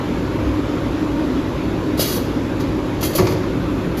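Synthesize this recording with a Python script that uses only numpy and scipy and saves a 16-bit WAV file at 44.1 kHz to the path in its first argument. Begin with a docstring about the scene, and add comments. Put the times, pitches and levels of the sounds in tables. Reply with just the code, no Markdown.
"""Pneumatic sealer in a workshop

The microphone stands near the machine, facing its muffler, with motors and fans humming around it.
Valves vent as the clamps thud shut; a second later they vent again and the jaws spring back
against their stops, clacking and setting the sheet-steel cabinet booming.
At the end of this one cycle a hand slides a wrapped box into place."""
import sys
import numpy as np
from scipy import signal
from scipy.fft import rfft, irfft, next_fast_len
from scipy.io import wavfile
from scipy.ndimage import uniform_filter1d, map_coordinates

SR = 44100
rng = np.random.default_rng(int(sys.argv[2]) if len(sys.argv) > 2 else 0)


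def inscribe(sig):
    """Save sig as 16-bit PCM at rate SR to the path in sys.argv[1].

    A 1-D sig is mono; a 2-D sig holds one channel per row.
    Samples are clipped to [-1, 1] before scaling.
    """
    pcm = np.round(np.clip(np.atleast_2d(sig).T, -1, 1) * 32767)
    wavfile.write(sys.argv[1], SR, pcm.astype(np.int16))


N = 176400

# Spectra of the background machinery, low to high: freq_hz, density_db
BASS_SPECTRUM = [(25, -29), (48, -14), (58, 4), (67, -1), (80, -20), (130, -84)]
RUMBLE_SPECTRUM = [(10, -25), (22, -16), (36, -22), (55, -2.5), (78, -11), (105, -10.5), (132, -4.5),
                   (155, -9.5), (205, -11), (250, -5), (340, -5.5), (385, -6.5), (445, -13.5), (540, -12),
                   (700, -30), (850, -38), (1760, -83)]
DRONE_SPECTRUM = [(150, -58), (225, -15.5), (262, 5), (278, -2.5), (296, 5.5), (315, 5.5), (332, -17.5),
                  (450, -56.5)]
WHIRR_SPECTRUM = [(350, -25), (600, 0), (736, -3), (880, -2), (1070, -2), (1400, -5.5), (2000, -10.5),
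                  (2500, -11.5), (2950, -15), (3500, -14.5), (4300, -19), (5500, -23.5), (7500, -27.5),
                  (10000, -67)]
HISS_SPECTRUM = [(7500, -43), (9000, -1.5), (11600, 5.5), (13000, -1), (14000, -17.5)]
# Swells of the drone and the bass under it: time_s, level_db
DRONE_SWELLS = [(0, -25.5), (.55, -20.5), (.75, -25), (1.08, -22), (1.42, -21.5), (1.55, -34.5),
                (1.88, -21.5), (2.1, -31), (2.8, -24), (3.05, -31.5), (3.7, -23), (4, -33)]
BASS_SWELLS = [(0, -49), (.1, -29.5), (.25, -52), (.36, -44), (.44, -24), (.56, -27), (.68, -43), (2, -36),
               (4, -37)]
# Motor and mains hum: pitch_hz, level_db, unsteadiness
HUM_TONES = [(56.6, -50, 0.64), (101.54, -31.5, 0.28), (181.4, -35, 0.69), (311.7, -38.5, 0.64),
             (564, -43, 0.93), (930, -48, 2.5)]
# Decay of the room: freq_hz, t60_s
ROOM_DECAY = [(150, 0.89), (1000, 0.74), (5000, 0.88), (12000, 0.44)]
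# Rub of the wrapped box: freq_hz, density_db
BOX_SPECTRUM = [(60, -19), (150, 16), (380, -1), (600, -31), (1500, -35), (3500, -26), (6000, -39),
                (12000, -34)]
# Dead thuds of pistons and clamps: start_s, peak_db, pitch_hz, length_s
CLAMP_THUDS = [(1.993, -9.5, 540, 0.007), (1.988, -12.5, 140, 0.023), (2.133, -13.5, 233, 0.016),
               (2.165, -19, 486, 0.028), (2.205, -13, 273.5, 0.036), (2.361, -10.5, 282, 0.0243),
               (3.148, -14.5, 555, 0.0147), (3.187, -12.5, 174, 0.041), (3.214, -16, 112.2, 0.058)]
# Air let out by the valves: start_s, level_db, length_s, sag_db_per_s, sizzle_db
VALVE_VENTS = [(1.972, -28.5, .018, 39, 0), (1.991, -17, 0.038, 22, .5), (2.032, -22.5, 0.085, 36, .5),
               (2.118, -23.5, 0.06, 95, 1.5), (2.598, -33, .02, 90, -6), (3.007, -28.5, .014, 30, 0),
               (3.028, -19.5, 0.043, 130, 2), (3.075, -33.5, 0.04, 70, 2), (3.131, -28, .018, 60, -3),
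               (3.150, -17, 0.032, 280, 5), (3.182, -32, 0.039, 150, 0), (3.254, -41, .04, 10, 3),
               (3.297, -33.5, 0.034, 70, -1), (3.97, -34, .04, 10, 3.5)]
# Hiss of the muffler: freq_hz, density_db
MUFFLER_SPECTRUM = [(300, -26), (1000, -4), (2200, 0.5), (3200, 4.5), (4600, 4), (5600, 3.5), (7000, 1),
                    (8000, -4.5), (9500, 0.5), (11600, 4), (13000, 2.5), (14000, 6)]
# Resonances and hollows of the air lines: centre_hz, width_hz, closing_db, opening_db
LINE_RESONANCES = [(2620, 130, -9, 0), (2830, 90, 8, 5), (3140, 70, -11, 2), (3330, 150, 7, 7),
                   (3560, 110, -8, -9), (3870, 90, 5, 0), (4110, 50, 7, 1), (4331, 35, 10, -5),
                   (4480, 70, 12, 15), (4698, 45, 6, 7), (4953, 45, 7, 3), (5170, 100, 9, 4),
                   (5410, 170, -11, -9), (5950, 80, 7, 11), (6370, 60, 5, 0), (6780, 110, 4, 7),
                   (11388, 90, 7, 4), (11665, 80, 3, 8)]
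# The jaws hitting their stops: start_s, clack_db, boom_db
JAW_STRIKES = [(2.606, -31, -30.5), (3.027, -20, -31), (3.151, -40, -33), (3.181, -19.5, -27.5),
               (3.186, -16, -25), (3.193, -27, -18.5), (3.269, -17.5, -38), (3.321, -29, -28)]
# Clack of the jaws and shudder of the panels: freq_hz, density_db
CLACK_SPECTRUM = [(150, -13), (500, -1), (780, 6), (1100, 10), (1600, -4), (2200, 4), (3000, -13),
                  (4500, -2.5), (7000, -11.5), (10000, -42), (14000, -40)]
SHUDDER_SPECTRUM = [(50, -12), (110, 7), (160, 3), (240, -7), (370, 6), (460, -3.5), (600, -4.5),
                    (750, -16), (1200, -21), (2500, -29), (6000, -60)]
# Ring of the cabinet, relative to each boom: pitch_hz, level_db, t60_s
CABINET_MODES = [(104.7, -9, 0.98), (171.7, -8.5, 1.4), (218, -2.5, 0.82), (306.7, 1, 0.5),
                 (377.4, -1, 1.37), (464, -13, 0.4), (597, -8, 0.48), (965, -17, 0.86)]

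RUMBLE_DB, DRONE_DB, HISS_DB = -23, -1.5, -57
WHIRR_DB, WHIRR_FADE_DB_PER_S = -31.5, 0.32
VENT_ATTACK_S, VENT_T60_S, PORT_CHANGE_S = 0.0025, 0.075, 2.9
SIZZLE_HZ, SPUTTER_DB = 8000, 1.2
CLACK_ATTACK_S, CLACK_T60_S, BOOM_ATTACK_S = 0.00048, 0.077, 0.0016
SHUDDER_DB, SHUDDER_T60_S, RATTLE_RADIANS = 6, 0.39, 0.5
ROOM_DB, VENT_SEND_DB = -6.5, -3


def amp(db):
    """Decibels to gain."""
    return 10 ** (np.asarray(db) / 20)


def unit(x):
    """Scale to rms 1."""
    return x / np.sqrt(np.mean(x ** 2) + 1e-20)


def since(start_s):
    """Seconds gone by since start_s, zero before it."""
    return np.maximum(np.arange(N) / SR - start_s, 0)


def along(points, hz):
    """Read (freq_hz, value) points on a log frequency axis."""
    freqs, values = np.transpose(points)
    return np.interp(np.log(hz + 1), np.log(freqs + 1), values)


def swell(points):
    """Gain per sample from (time_s, level_db) points."""
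    return amp(np.interp(since(0), *np.transpose(points)))


def filtered(x, response):
    """Filter x by a gain that depends on frequency."""
    size = next_fast_len(N + SR // 2)
    return irfft(rfft(x, size) * response(np.fft.rfftfreq(size, 1 / SR)), size)[:N]


def wobble(rate_hz):
    """A smooth random curve with rate_hz knots a second."""
    return map_coordinates(rng.standard_normal(4000), [np.arange(N) * rate_hz / SR + 3], mode="wrap")


def noise(spectrum):
    """Coloured noise of rms 1."""
    return unit(filtered(rng.standard_normal(N), lambda hz: amp(along(spectrum, hz))))


def patchy(x, depth_db):
    """Let narrow bands swell and sink independently."""
    bands = signal.stft(x, nperseg=512)[2]
    field = uniform_filter1d(rng.standard_normal(bands.shape), 2, axis=0)
    field = unit(uniform_filter1d(field, 9, axis=1))
    return unit(signal.istft(bands * amp(depth_db * field), nperseg=512)[1][:N])


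def machinery():
    """Room tone: motors hum and drone unsteadily over the rumble and whirr of fans."""
    t = since(0)
    out = amp(RUMBLE_DB + 0.16 * wobble(8.9)) * noise(RUMBLE_SPECTRUM)
    out += amp(DRONE_DB) * swell(DRONE_SWELLS) * noise(DRONE_SPECTRUM)
    out += swell(BASS_SWELLS) * noise(BASS_SPECTRUM)
    out += amp(WHIRR_DB - WHIRR_FADE_DB_PER_S * t) * patchy(noise(WHIRR_SPECTRUM), depth_db=1.8)
    out += amp(HISS_DB) * noise(HISS_SPECTRUM)
    for hz, db, unsteady in HUM_TONES:
        drift = unit(np.array([1 + unsteady * wobble(11), unsteady * wobble(11)]))
        phase = 2 * np.pi * (hz * t + rng.random())
        out += amp(db) * (drift[0] * np.sin(phase) + drift[1] * np.cos(phase))
    return out


def workshop(x):
    """The room's tail reaches the microphone 5 ms late and dies soonest in the high treble."""
    hz, t, bands = signal.stft(rng.standard_normal(SR), SR, nperseg=256)
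    decay = amp(-60 * t / along(ROOM_DECAY, hz)[:, None])
    tail = signal.istft(bands * decay, SR, nperseg=256)[1]
    return signal.fftconvolve(x, np.pad(tail, (SR // 200, 0)) / np.linalg.norm(tail))[:N]


def near_panels(x, count=14, level_db=-8.5, latest_s=0.022):
    """Weak early reflections off hard panels close by comb the sound."""
    delays = rng.uniform(0.00211, latest_s, count)
    signs = rng.choice([-1, 1], count)
    echoes = sum(sign * np.pad(x, (int(delay * SR), 0))[:N] for delay, sign in zip(delays, signs))
    return (x + amp(level_db) * echoes / np.sqrt(count)) / np.hypot(1, amp(level_db))


def box_slide(middle_s=3.8, half_length_s=0.14, level_db=-30.5):
    """A wrapped box pushed by hand: a soft rub that swells and fades."""
    push = np.exp(-((since(0) - middle_s) / half_length_s) ** 2)
    return amp(level_db) * push * noise(BOX_SPECTRUM)


def clamps():
    """Cushioned contacts of pistons and clamps swell and die within a few cycles."""
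    out = np.zeros(N)
    for start_s, db, hz, length_s in CLAMP_THUDS:
        t = since(start_s)
        contact = np.sin(np.pi * np.minimum(t / length_s, 1)) ** 2
        out += amp(db) * contact * np.sin(2 * np.pi * hz * t)
    return out


def exhaust_port(opening):
    """The muffler's hiss through the resonances of the opening or the closing port."""
    def response(hz):
        return amp(sum((opening_db if opening else closing_db) / (1 + (2 * (hz - centre) / width) ** 2)
                       for centre, width, closing_db, opening_db in LINE_RESONANCES))
    return unit(filtered(noise(MUFFLER_SPECTRUM), response))


def valves():
    """Each valve snaps open, the pressure sags and the sputtering flow stops."""
    body_power, sizzle_power = np.zeros((2, N))
    for start_s, db, length_s, sag_db_per_s, sizzle_db in VALVE_VENTS:
        t = since(start_s)
        attack = 1 - np.exp(-t / VENT_ATTACK_S)
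        shutoff_db = 60 * since(start_s + length_s) / VENT_T60_S
        power = (amp(db - sag_db_per_s * t - shutoff_db) * attack) ** 2
        body_power += power
        sizzle_power += power * amp(sizzle_db) ** 2
    hiss = np.where(since(PORT_CHANGE_S) > 0, exhaust_port(opening=True), exhaust_port(opening=False))
    body = filtered(hiss, lambda hz: 1 / (1 + (hz / SIZZLE_HZ) ** 12))
    sputter = amp(SPUTTER_DB * wobble(130))
    return sputter * (np.sqrt(body_power) * body + np.sqrt(sizzle_power) * (hiss - body))


def jaws():
    """Each strike is a dense steel clack, then a shudder and a longer, rattling ring of the cabinet."""
    out = np.zeros(N)
    rings = [np.sin(2 * np.pi * hz * since(0) + RATTLE_RADIANS * wobble(39.2))
             for hz, _, _ in CABINET_MODES]
    for start_s, clack_db, boom_db in JAW_STRIKES:
        t = since(start_s)
        attack = 1 - np.exp(-t / CLACK_ATTACK_S)
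        out += amp(clack_db - 60 * t / CLACK_T60_S) * attack * noise(CLACK_SPECTRUM)
        panels = amp(SHUDDER_DB - 60 * t / SHUDDER_T60_S) * noise(SHUDDER_SPECTRUM)
        for (_, db, t60_s), ring in zip(CABINET_MODES, rings):
            shift = int(start_s * SR) - rng.integers(500)  # a new phase at each strike
            panels += amp(db - 60 * t / t60_s) * np.roll(ring, shift)
        out += amp(boom_db) * (1 - np.exp(-t / BOOM_ATTACK_S)) * panels
    return out


def scene():
    """The sealer in its room, in mono; the muffler beams at the microphone and sounds drier."""
    air = near_panels(valves())
    mechanism = near_panels(jaws() + box_slide()) + clamps()
    room = amp(ROOM_DB) * workshop(mechanism + amp(VENT_SEND_DB) * air)
    return (air + mechanism + room + machinery())[None]


def record(dry, notch_hz=8510, notch_reach_hz=470, top_hz=14080):
    """The recorder behind the microphone has a deep treble notch and a steep band limit."""
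    def response(hz):
        notch_db = -60 * np.clip((notch_reach_hz - abs(hz - notch_hz)) / 300, 0, 1) ** 2
        rolloff_db = -0.3 * np.clip(hz - top_hz, 0, 400)
        return amp(notch_db + rolloff_db)
    return filtered(dry[0], response)[None]


dry = scene()
out = record(dry)
inscribe(out)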